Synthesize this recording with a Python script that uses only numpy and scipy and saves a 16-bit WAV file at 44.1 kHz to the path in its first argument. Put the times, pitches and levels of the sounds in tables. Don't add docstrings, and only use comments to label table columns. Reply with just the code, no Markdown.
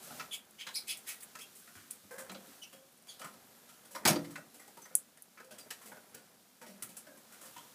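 import sys
import numpy as np
from scipy import signal
from scipy.fft import rfft, irfft
from scipy.io import wavfile
from scipy.ndimage import uniform_filter1d

SR = 44100
rng = np.random.default_rng(int(sys.argv[2]) if len(sys.argv) > 2 else 0)


def put_to_file(sound):
    columns = np.atleast_2d(sound).T
    safe = np.clip(columns, -1, 1)
    whole_steps = np.round(safe * 32767)
    wavfile.write(sys.argv[1], SR, whole_steps.astype(np.int16))


N = 341334
SPAN = 16384


def amp(db):
    return 10 ** (np.asarray(db) / 20)


def unit(x):
    return x / np.sqrt(np.mean(x ** 2) + 1e-24)


def crest_one(x):
    return x / np.sqrt(uniform_filter1d(x ** 2, size=350).max() + 1e-24)


def at_hz(points, hz):
    p = np.array(points)
    return np.interp(np.log(np.maximum(hz, 1)), np.log(p[:, 0]), p[:, 1])


def coloured(x, spectrum):
    n = x.shape[-1]
    bins_hz = np.arange(n // 2 + 1) * SR / n
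    return irfft(rfft(x) * amp(at_hz(spectrum, bins_hz)), n)


def grains(count, per_s, spread_db):
    chance, strength, side = rng.random((3, count))
    size = amp(spread_db * np.minimum(-np.log(strength + 1e-9), 4))
    return (chance < per_s / SR) * size * np.sign(side - .5)


def add(out, s, x):
    i = max(round(s * SR), 0)
    out[i:i + len(x)] += x[:N - i]


def ringing(modes, size):
    t = np.arange(SPAN) / SR
    hz, db, t60 = np.transpose(modes)[:, :, None]
    thump = 1 + 7.2 * amp(-60 * t / (0.023 + 3.6 / hz))
    ring = amp(db - 60 * t / np.maximum(t60, .02)) * np.sin(2 * np.pi * hz * t)
    return rfft(thump * ring, size)


# pitch_hz [Hz], relative_density_db [dB per Hz]
HISS = [(12, -53), (20, -22.5), (59, -27), (196, 12.5), (465, -5), (534, 5), (614, -3), (1300, -19.5),
        (2840, -9.5), (11400, -13), (14300, -24), (15500, -8.5)]
HISS_DB = -70


def hiss():
    return amp(HISS_DB) * unit(coloured(rng.standard_normal(N), HISS))


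# pitch_hz [Hz], relative_level_db [dB], long_ring_t60_s [s]
CAGE_MODES = [(163.5, -3, 0.33), (193, -1, 0.35), (231.6, 5.5, 0.25), (288.3, -0.5, 0.6), (337.5, 0, 0.24),
              (409, 0, 0.072), (489.4, 3.5, 0.18), (536.3, 3, 0.58), (616, 3, 0.16), (706.7, 4, 0.39),
              (790.5, 5, 0.064), (918, 4, 0.088), (973, 2.5, 0.13), (1057, 2, 0.047), (1202, 2, 0.1),
              (1320, 4, 0.064), (1462, 2.5, 0.078), (1600, 5, 0.031), (1808, 2.5, 0.077), (1902, -0.5, 0.2),
              (2100, 0.5, 0.076), (2230, -2.5, 0.073), (2404, -1.5, 0.037)]


def cage_rings():
    return ringing(CAGE_MODES, 2 * SPAN)


def cage_parts():
    hz = np.array(CAGE_MODES)[:, 0]
    return [hz < 450, (hz >= 450) & (hz < 1000), hz >= 1000]


# [dB rms, feathers and litter]
BUSTLE = [(0.0, -61, -57), (0.19, -56.5, -51), (0.39, -64.5, -68), (0.62, -68, -62.5), (0.77, -63.5, -61),
          (1.4, -65, -60.5), (1.7, -70.5, -60), (2.13, -69.5, -62.5), (2.28, -58, -62.5),
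          (2.52, -62.5, -58), (2.8, -70.5, -65.5), (3.1, -69.5, -65.5), (3.25, -62.5, -64),
          (3.71, -65.5, -62), (3.97, -65, -64), (4.12, -39.5, -60), (4.24, -59, -59), (4.4, -65.5, -64),
          (4.83, -68.5, -62), (5.13, -70, -67), (5.41, -72.5, -66), (5.56, -61.5, -69), (5.76, -66, -60.5),
          (6.06, -62.5, -64), (6.4, -69.5, -66), (6.64, -71.5, -66), (6.81, -64, -64), (7.24, -65.5, -62.5),
          (7.52, -64, -58), (7.74, -65.5, -60)]
# pitch_hz [Hz], relative_density_db [dB per Hz]
FEATHERS = [(710, -47), (1200, -5), (1380, -6.5), (1550, -6), (1710, -11.5), (3430, -7.5), (13600, -8),
            (15500, -13)]
HUM_SHARES = -6.5, -4.5, -6.5


def bustle():
    s, *levels = np.transpose(BUSTLE)
    humming, feathers = (amp(np.interp(np.arange(N) / SR, s, db)) for db in levels)
    out = feathers * unit(coloured(grains(N, 9000.0, 0.88), FEATHERS))
    damping = amp(-60 * np.arange(SPAN) / SR / 0.072)
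    signs = (-1) ** np.arange(len(CAGE_MODES))
    for share_db, part in zip(HUM_SHARES, cage_parts()):
        body = irfft(part * signs @ cage_rings())[:SPAN] * damping
        hum = signal.fftconvolve(grains(N, 600.0, 0.77), body)[:N]
        out = out + humming * amp(share_db) * unit(hum)
    return out


# [dB rms, before flicker and fades]
WHISTLES = [(3.3, .41, 11050, 11800, 11050, -74), (3.74, .09, 11100, 11250, 11050, -74),
            (5.65, .35, 11200, 12000, 11150, -74), (6.0, .145, 11100, 11250, 11000, -72)]


def whistles():
    out = np.zeros(N)
    for s, length, start_hz, top_hz, end_hz, db in WHISTLES:
        u = np.linspace(0, 1, round(length * SR))
        base_hz = start_hz + (end_hz - start_hz) * u
        arch_hz = top_hz - (start_hz + end_hz) / 2
        hz = base_hz + arch_hz * np.sin(np.pi * u ** 1.3)
        flicker = amp(3 * unit(uniform_filter1d(rng.standard_normal(len(u)), size=900)))
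        tone = np.sqrt(2) * np.sin(2 * np.pi * np.cumsum(hz) / SR)
        add(out, s, amp(db) * flicker * tone * signal.windows.tukey(len(u), .15))
    return out


# pitch_hz [Hz], t60_s [s]
WALLS = [(100, 0.83), (700, 0.37), (4000, 0.15), (13000, 0.12)]


def room(x):
    t, tail = np.arange(SPAN) / SR, 0
    for hz in 90 * 2. ** np.arange(8):
        band = signal.butter(2, [hz / np.sqrt(2), hz * np.sqrt(2)], "band", fs=SR, output="sos")
        decay = amp(-60 * t / max(at_hz(WALLS, hz), .03))
        octave = signal.sosfilt(band, rng.standard_normal(SPAN)) * decay
        tail = tail + octave * np.sqrt(hz / np.sum(octave ** 2) / SR * 4)
    return signal.fftconvolve(x, tail * np.minimum(t / 0.0005, 1))[:N]


# start_s [s], level_db [dB, about 1 dB under the swing's crest], pitch_hz [Hz]
THUDS = [(1.759, -57, 96), (2.037, -65, 96.9), (2.305, -69, 121.4), (4.052, -42, 70.6), (5.652, -73.5, 107),
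         (6.142, -61, 122), (6.83, -60, 118)]


def thuds():
    out, t = np.zeros(N), np.arange(SPAN) / SR
    for s, db, hz in THUDS:
        push = (t / 0.0095) * np.exp(1 - t / 0.011)
        add(out, s, amp(db) * np.sin(2 * np.pi * hz * t) * push)
    return out


# start_s [s], length_s [s], start_hz, middle_hz, end_hz [Hz],
# level_db [dB, fundamental], second_db, third_db [dB, partials against the fundamental],
# hoarseness [0-1, typical pitch tremble as a fraction of the pitch]
CHIRPS = [(0.307, 0.047, 3506, 3054, 3434, -42, -15, -10, 0.093),
          (0.322, 0.039, 2406, 2386, 2624, -52.5, -2.5, 3, 0.088),
          (0.58, 0.06, 2910, 3190, 3140, -51, -9.5, -13, 0.07),
          (0.584, 0.052, 2230, 2344, 2470, -51.5, -6, -8, 0.12),
          (0.738, 0.051, 3290, 5470, 4710, -39, -4.5, -23, 0.072),
          (0.747, 0.045, 3770, 4440, 3840, -43.5, -9, -25, 0.064),
          (0.751, 0.0276, 2280, 2424, 2290, -48.5, -14, -22, 0.097),
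          (0.869, 0.066, 1983, 3535, 2990, -44, -7, 0.5, 0.112),
          (.875, 0.061, 2090, 2670, 2230, -46, 0.5, -13, 0.11),
          (1.061, 0.07, 1910, 2150, 2292, -49.5, -9, 1, 0.23),
          (1.4, 0.03, 2550, 2656, 2520, -53, -6, -5, 0.08),
          (1.403, 0.032, 3160, 3260, 3250, -54.5, -7, -9, 0.045),
          (2.615, 0.032, 2950, 3005, 2540, -48, -5.5, -11, 0.058),
          (3.08, 0.035, 3250, 3320, 3230, -53, -3, -7, 0.054),
          (3.082, 0.026, 4740, 4680, 4140, -53, -5, -20, 0.013),
          (4.818, 0.02, 5960, 6220, 5950, -52, -30, -30, .01),
          (5.586, 0.044, 4860, 4760, 4720, -59, -30, -30, 0.028),
          (2.106, 0.14, 525, 546.6, 533, -52.5, -9, -7, 0.067),
          (2.74, 0.092, 548, 535, 550, -60.5, -14, -12, 0.046),
          (5.402, 0.1, 460, 514, 528, -63, -24, -22, 0.046),
          (7.064, 0.071, 557, 563, 507, -59.5, -24, -2, .01),
          (7.421, 0.049, 527, 549, 485, -60.5, -25, -19, 0.044)]


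def chirps():
    out = np.zeros(N)
    for s, length, *glide_hz, db, second_db, third_db, hoarse in CHIRPS:
        u = np.linspace(0, 1, round(length * SR))
        tremble = unit(signal.lfilter([1], [1, -.93], rng.standard_normal(SPAN)))
        tremble = tremble[200:200 + len(u)]
        hz = np.interp(u, [0, .4, 1], glide_hz) * (1 + hoarse * tremble)
        phase = 2 * np.pi * np.cumsum(hz) / SR
        overtones = amp(second_db) * np.sin(2 * phase) + amp(third_db) * np.sin(3 * phase)
        swell = np.sin(np.pi * u ** 1.07) ** 0.82
        add(out, s, amp(db) * (np.sin(phase) + overtones) * swell)
    return out


# [dB, bits against the snap]
CRACKS = [(0.1144, -41, 11000, -18), (0.4514, -52, 10400, -13), (0.5075, -51.5, 11500, -5),
          (0.8812, -29, 11400, -19), (1.9092, -23, 9700, -38), (2.4704, -44, 9200, -13),
          (2.9244, -55, 11500, -10), (2.976, -47, 9500, -25), (3.0235, -46, 9230, -20),
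          (3.0719, -49, 9400, -20), (4.9521, -4.5, 9540, -19), (5.1746, -44, 9100, -31.5),
          (5.2213, -34, 11200, -15), (6.1473, -44, 7800, -0.5)]
# pitch_hz [Hz], relative_density_db [dB per Hz]
CHAFF = [(4000, -46), (6000, -6.5), (8500, 4), (10500, 4.5), (13000, -0.5), (15500, 0.5)]
GIVE_DB, SNAP_S = -26, .00008


def cracks():
    out, t = np.zeros(N), np.arange(SPAN // 4) / SR
    for s, db, hz, scatter_db in CRACKS:
        snap = np.sin(2 * np.pi * hz * t) * (t / SNAP_S / 2) ** 2 * np.exp(2 - t / SNAP_S)
        scatter = grains(len(t), 12000.0, 3.8) * amp(-60 * t / 0.018)
        bits = coloured(scatter, CHAFF)[:-400]
        add(out, s, amp(db + GIVE_DB) * snap)
        add(out, s + 0.00091, amp(db) * snap)
        add(out, s + 0.0011, amp(db + scatter_db) * crest_one(bits))
    return out


# start_s [s, halfway up the swell], level_db [dB, heap's loudest 8 ms],
# pitch_hz [Hz, throat of the heap], width_hz [Hz, of one filter pass],
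# chaff_db [dB against the heap], swell_s [s], fade_t60_s [s]
SCUFFS = [(.324, -52, 3290, 900, 6, 0.04, 0.18), (.602, -47.5, 3000, 1210, -9, 0.026, 0.14),
          (0.747, -44.5, 4400, 1110, 0, 0.042, 0.21), (0.882, -47, 3670, 3080, 4.5, 0.049, 0.19),
          (1.075, -48.5, 2730, 2850, 9, 0.041, 0.24), (1.2243, -58.5, 1960, 2000, 13, 0.022, 0.074),
          (1.205, -60.5, 3950, 3000, 9, 0.0094, 0.081), (1.41, -62.5, 2870, 1200, 11.5, 0.036, 0.083),
          (2.625, -61.5, 4170, 2500, 3, 0.013, 0.13), (3.097, -60, 3900, 2500, 0, 0.026, 0.99)]


def scuffs():
    out, t = np.zeros(N), np.arange(SPAN) / SR
    for s, db, hz, width_hz, chaff, swell, t60 in SCUFFS:
        rise = np.sin(np.pi / 2 * np.minimum(t / swell, 1)) ** 2
        stroke = rise * amp(-60 * np.maximum(t - swell, 0) / t60)
        seeds = stroke * grains(SPAN, 9700.0, 4.7)
        r = np.exp(-np.pi * width_hz / SR)
        throat = [1, 0.0088, -0.75], [1, -2 * r * np.cos(2 * np.pi * hz / SR), r * r]
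        heap = signal.lfilter(*throat, signal.lfilter(*throat, seeds))
        dry_chaff = amp(chaff) * crest_one(coloured(seeds, CHAFF))
        add(out, s - 0.5 * swell, amp(db) * (crest_one(heap) + dry_chaff))
    return out


# start_s [s, rattle half built up], level_db [dB, reference for the next five],
# tray_db, perch_db, bars_db, litter_db, chaff_db [dB, loudest 8 ms against level_db],
# tray_hz, perch_hz, bars_hz, wires_hz [Hz, favoured pitch of each part],
# favour_db [dB, how much the cage favours the first three], shaking_t60_s [s]
HOPS = [(0.026, -42.5, -20, -26, -24, -19, -9.5, 164, 590, 1270, 7300, 8.9, 0.26),
        (0.072, -41.5, -21, -14, -22, -19, -13, 175, 570, 1180, 9540, 10, 0.18),
        (0.106, -38, -15.5, -14, -14.5, -24, -26, 164, 810, 1350, 2880, 9.5, 0.29),
        (0.197, -28.5, -29.5, -24, -13, -16.5, -27, 410, 1010, 1280, 2500, 5, 0.12),
        (0.668, -32.5, -29, -24, -13.5, -13.5, -18, 155, 940, 1610, 4000, 6.6, 0.16),
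        (0.971, -43.5, -49, -45, -28, -20, -4, 366, 479, 2310, 9900, 10, 0.17),
        (1.353, -39, -20, -23, -9, -13.5, -13.5, 169, 605, 1690, 2500, 10, 0.12),
        (1.389, -42.5, -18.5, -30, -18, -12, -10.5, 420, 564, 2110, 2500, 11, 0.15),
        (1.554, -46.5, -21, -34, -42, -30, -6.5, 322, 664, 1400, 9960, 8.9, 0.43),
        (1.675, -46.5, -24, -20, -10.5, -21, -16, 229, 640, 1390, 2590, 6.1, 0.21),
        (1.753, -44, -17, -26, -14, -19, -14, 217, 590, 1510, 3300, 4.3, 0.45),
        (1.906, -31, -44, -47, -36, -28.5, -13.5, 205, 721, 2320, 9400, 7.6, 0.2),
        (2.035, -55, -6, -13, -23, -35, -33, 260, 630, 1340, 4620, 10, 0.11),
        (2.11, -39.5, -25, -9, -13, -25, -15, 454, 520, 1630, 7060, 10.4, 0.44),
        (2.183, -35, -23, -20.5, -15.5, -23, -11.5, 237, 527, 1600, 10400, 10, 0.27),
        (2.296, -37, -13.5, -18, -13, -12.5, -20, 189.6, 655, 1320, 3900, 10, 0.062),
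        (2.317, -40, -11, -12.5, -15, -22, -10.5, 195, 665, 2320, 2710, 10, 0.12),
        (2.347, -39, -17, -11.5, -16.5, -12, -27, 191, 556, 1390, 4130, 12, 0.12),
        (2.473, -53, -8, -16, -27, -27, -18, 274, 522, 1240, 9200, 10, 0.13),
        (2.729, -45.5, -17.5, -13, -16.5, -14, -12, 423, 514, 1290, 3200, 8.3, 0.21),
        (3.071, -46.5, -36, -20.5, -19, -20, -14, 256, 585, 2370, 3240, 7.1, 0.45),
        (3.195, -42, -21, -15, -17, -14.5, -10, 263, 533, 1270, 9330, 8.2, 0.15),
        (3.216, -38, -34, -15.5, -10.5, -15.5, -16, 406, 940, 1380, 3000, 13, 0.22),
        (3.244, -37, -16, -19, -10.5, -20, -13, 148.5, 960, 1330, 7030, 11, 0.23),
        (3.338, -47, -20, -16, -17, -20, -16, 350, 522, 1280, 11300, 12, 0.097),
        (3.69, -51, -31, -25, -12, -12, -9, 380, 606, 1350, 7620, 15, 0.3),
        (3.851, -48, -26, -22, -20, -18, -10, 181, 498, 1510, 10300, 11, 0.26),
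        (3.91, -47, -24, -10.5, -21, -18, -6.5, 191, 535, 1640, 6820, 10, 0.41),
        (3.95, -28, -28, -12, -12, -19.5, -20, 420, 990, 990, 6500, 10, 0.15),
        (4.053, -12.5, -15.5, -16, -16, -15.5, -16, 233, 950, 2340, 5130, 9.1, 0.12),
        (4.076, -8.5, -26, -22, -24, -20, -14.5, 173, 634, 1060, 6380, 9.4, 0.097),
        (4.099, -18, -9, -14, -22.5, -18.5, -17, 184, 616, 2020, 6430, 6.4, 0.19),
        (4.158, -24, -12, -12.5, -20.5, -19.5, -29.5, 270, 488, 1300, 4780, 15, 0.086),
        (4.245, -44, -22.5, -41, -12, -13, -15, 283, 714, 2100, 4800, 10, 0.093),
        (4.307, -42.5, -18, -47, -19.5, -20, -13, 232.4, 650, 1216, 5200, 10, 0.31),
        (4.357, -32.5, -35, -46, -11, -17, -22, 218, 636, 1544, 2660, 10, 0.081),
        (4.379, -37, -19, -15, -16.5, -30, -20, 163, 624, 1400, 2610, 17, 0.13),
        (4.544, -40.5, -23, -22.5, -30, -24, -15, 282, 460, 1560, 12000, 7.5, 0.24),
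        (4.596, -45.5, -24, -18, -12.5, -18.5, -10.5, 291, 454, 2000, 7300, 9.2, 0.23),
        (4.678, -43.5, -23, -13.5, -24, -21.5, -13, 445, 780, 1980, 8030, 13, 0.094),
        (4.772, -42.5, -16, -11, -17, -23, -16, 409, 934, 1280, 4730, 12, 0.11),
        (4.818, -49.5, -15, -26, -24, -22, -5, 294, 517, 1430, 5760, 10, 0.055),
        (4.854, -45, -23, -15, -11, -18, -14, 300, 1000, 1980, 5840, 10, 0.13),
        (4.908, -51.5, -16, -8.5, -10.5, -28, -21, 195, 514, 1330, 7330, 12.5, 0.28),
        (5.173, -47, -27, -22, -19, -20, -16, 205, 580, 1750, 9100, 10, 0.071),
        (5.375, -47.5, -26, -25, -6.5, -15.5, -23, 158, 940, 1330, 2600, 6.3, 0.21),
        (5.401, -43.5, -23, -12.5, -10, -20, -20, 456, 470, 1540, 2680, 13, 0.11),
        (5.444, -49, -31, -15, -27, -18, -12, 240, 493, 1490, 8420, 10, 0.15),
        (5.51, -41.5, -18, -13.5, -18, -17, -13, 347, 596, 1520, 9600, 10, 0.27),
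        (5.584, -40.5, -30, -23, -23, -18.5, -9.5, 269, 550, 1320, 6750, 14, 0.2),
        (5.659, -48, -12, -11, -24, -30, -30, 170, 605, 1330, 11300, 10, 0.12),
        (5.706, -31.5, -50, -24, -15.5, -13, -11, 453, 870, 1780, 7700, 10, 0.12),
        (5.816, -46.5, -40, -24, -12, -22, -10, 232, 452, 1120, 12000, 10, 0.45),
        (5.858, -40, -27, -21, -24, -21, -12, 194, 465, 2100, 10600, 11, 0.31),
        (5.918, -43, -16.5, -10, -9.5, -24, -32, 169, 860, 1530, 3580, 12, 0.14),
        (5.968, -48.5, -16, -12, -11, -20, -21, 437, 440, 1520, 2610, 12, 0.15),
        (6.145, -34.5, -27, -24.5, -25, -24.5, -21, 275, 455, 1470, 7800, 10, 0.26),
        (6.615, -39, -20, -15, -17, -22.5, -18.5, 230, 860, 1490, 6750, 11, 0.26),
        (6.664, -44.5, -9.5, -14.5, -20, -16.5, -13.5, 195, 587, 2100, 7950, 13.6, 0.45),
        (6.824, -30, -28.5, -35, -24, -21, -7.5, 248, 560, 1320, 10500, 8.1, 0.14),
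        (6.891, -42.5, -19, -23.5, -30, -22, -12.5, 195, 549, 2260, 9780, 14, 0.34),
        (6.968, -34, -34, -29, -30, -25.5, -10.5, 210, 534, 1320, 11400, 9.2, 0.16),
        (7.069, -44.5, -19, -13.5, -13.5, -22, -20, 263, 595, 1630, 5290, 12, 0.1),
        (7.173, -49, -16, -35, -17, -25, -10, 261, 541, 1070, 11900, 10, 0.11),
        (7.323, -42.5, -30, -31, -19, -20, -14, 204, 552, 1490, 8590, 10, 0.3),
        (7.413, -41.5, -23, -21, -17, -22, -11.5, 143, 578, 1124, 8880, 8.7, 0.45),
        (7.456, -44.5, -24, -26, -22, -19, -10, 229, 520, 1130, 8260, 7.5, 0.24),
        (7.564, -40, -20, -9, -16.5, -16, -16, 165, 956, 990, 3400, 10, 0.27)]
# pitch_hz [Hz], relative_level_db [dB], long_ring_t60_s [s]
WIRES = [(2670, 12, 0.14), (3057, 10, 0.23), (3290, 9, 0.29), (3537, 5, 0.42), (4140, 10, 0.037),
         (3950, 1, 0.11), (4730, 15, 0.12), (5300, 14, 0.077), (5540, -40, 0.066), (5770, 20, 0.17),
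         (6750, -26, 0.07), (6520, -16, 0.11), (7800, 7.5, 0.15), (8420, 9, 0.29), (9380, 1.5, 0.047),
         (9600, -12, 0.08), (11500, -7, 0.081)]
# pitch_hz [Hz], relative_density_db [dB per Hz]
LITTER = [(1800, -18), (2600, 9.5), (3500, 6.5), (5200, 6), (7000, 3), (9000, -55)]
TINKLE = -2.5, -10
BUILD_UP_S, WIRE_FAVOUR_DB = .003, 25


def hops():
    out, t, rings = np.zeros(N), np.arange(SPAN) / SR, cage_rings()
    hz = np.array(CAGE_MODES)[:, 0]
    wires, wire_hz = ringing(WIRES, SPAN), np.array(WIRES)[:, 0]
    long = wire_hz < 6200
    first_blow = 60.0 * (np.arange(SPAN) == 40)
    for s, db, tray, perch, bars, litter, chaff, *cage_hz, front_hz, favour_db, t60 in HOPS:
        s -= BUILD_UP_S / 2
        shake = np.minimum(t / BUILD_UP_S, 1) * amp(-60 * t / max(t60, .01))
        rattle = shake * (grains(SPAN, 5000.0, 4.55) + 0.49 * rng.standard_normal(SPAN))
        near = favour_db * sum(np.exp(-(np.log(hz / f) / 0.082) ** 2) for f in cage_hz)
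        strength = amp(near + 2 * rng.standard_normal(len(hz))) * (-1) ** np.arange(len(hz))
        push = rfft(unit(rattle) + first_blow, 2 * SPAN)
        for part, part_db in zip(cage_parts(), (tray, perch, bars)):
            ring = irfft(push * (strength * part @ rings))
            add(out, s, amp(db + part_db) * crest_one(ring))
        chosen = WIRE_FAVOUR_DB * np.exp(-(np.log(wire_hz / front_hz) / 0.16) ** 2)
        plucked = amp(chosen + rng.normal(0, 2.5, len(WIRES)))
        layers = zip((LITTER, CHAFF), (long, ~long), (litter, chaff), TINKLE)
        for colour, part, part_db, tinkle_db in layers:
            tinkle = crest_one(irfft(push[::2] * (plucked * part @ wires)))
            flung = crest_one(crest_one(coloured(rattle, colour)) + amp(tinkle_db) * tinkle)
            add(out, s, amp(db + part_db) * flung[:-400])
    return signal.sosfilt(signal.butter(3, 140.0, "high", fs=SR, output="sos"), out)


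WET_DB, CHIRP_WET_DB = -13.5, -3.5


def scene():
    birds = hops() + scuffs() + cracks() + thuds()
    squeaks = chirps()
    echo = room(amp(WET_DB) * birds + amp(CHIRP_WET_DB) * squeaks)
    return (birds + squeaks + echo + bustle() + whistles() + hiss())[None]


CUTOFF_HZ = 15650


def record(dry):
    thin = signal.sosfilt(signal.butter(2, 90.0, "high", fs=SR, output="sos"), dry)
    return signal.sosfilt(signal.cheby2(24, 50, CUTOFF_HZ, fs=SR, output="sos"), thin)


dry = scene()
out = record(dry)
put_to_file(out)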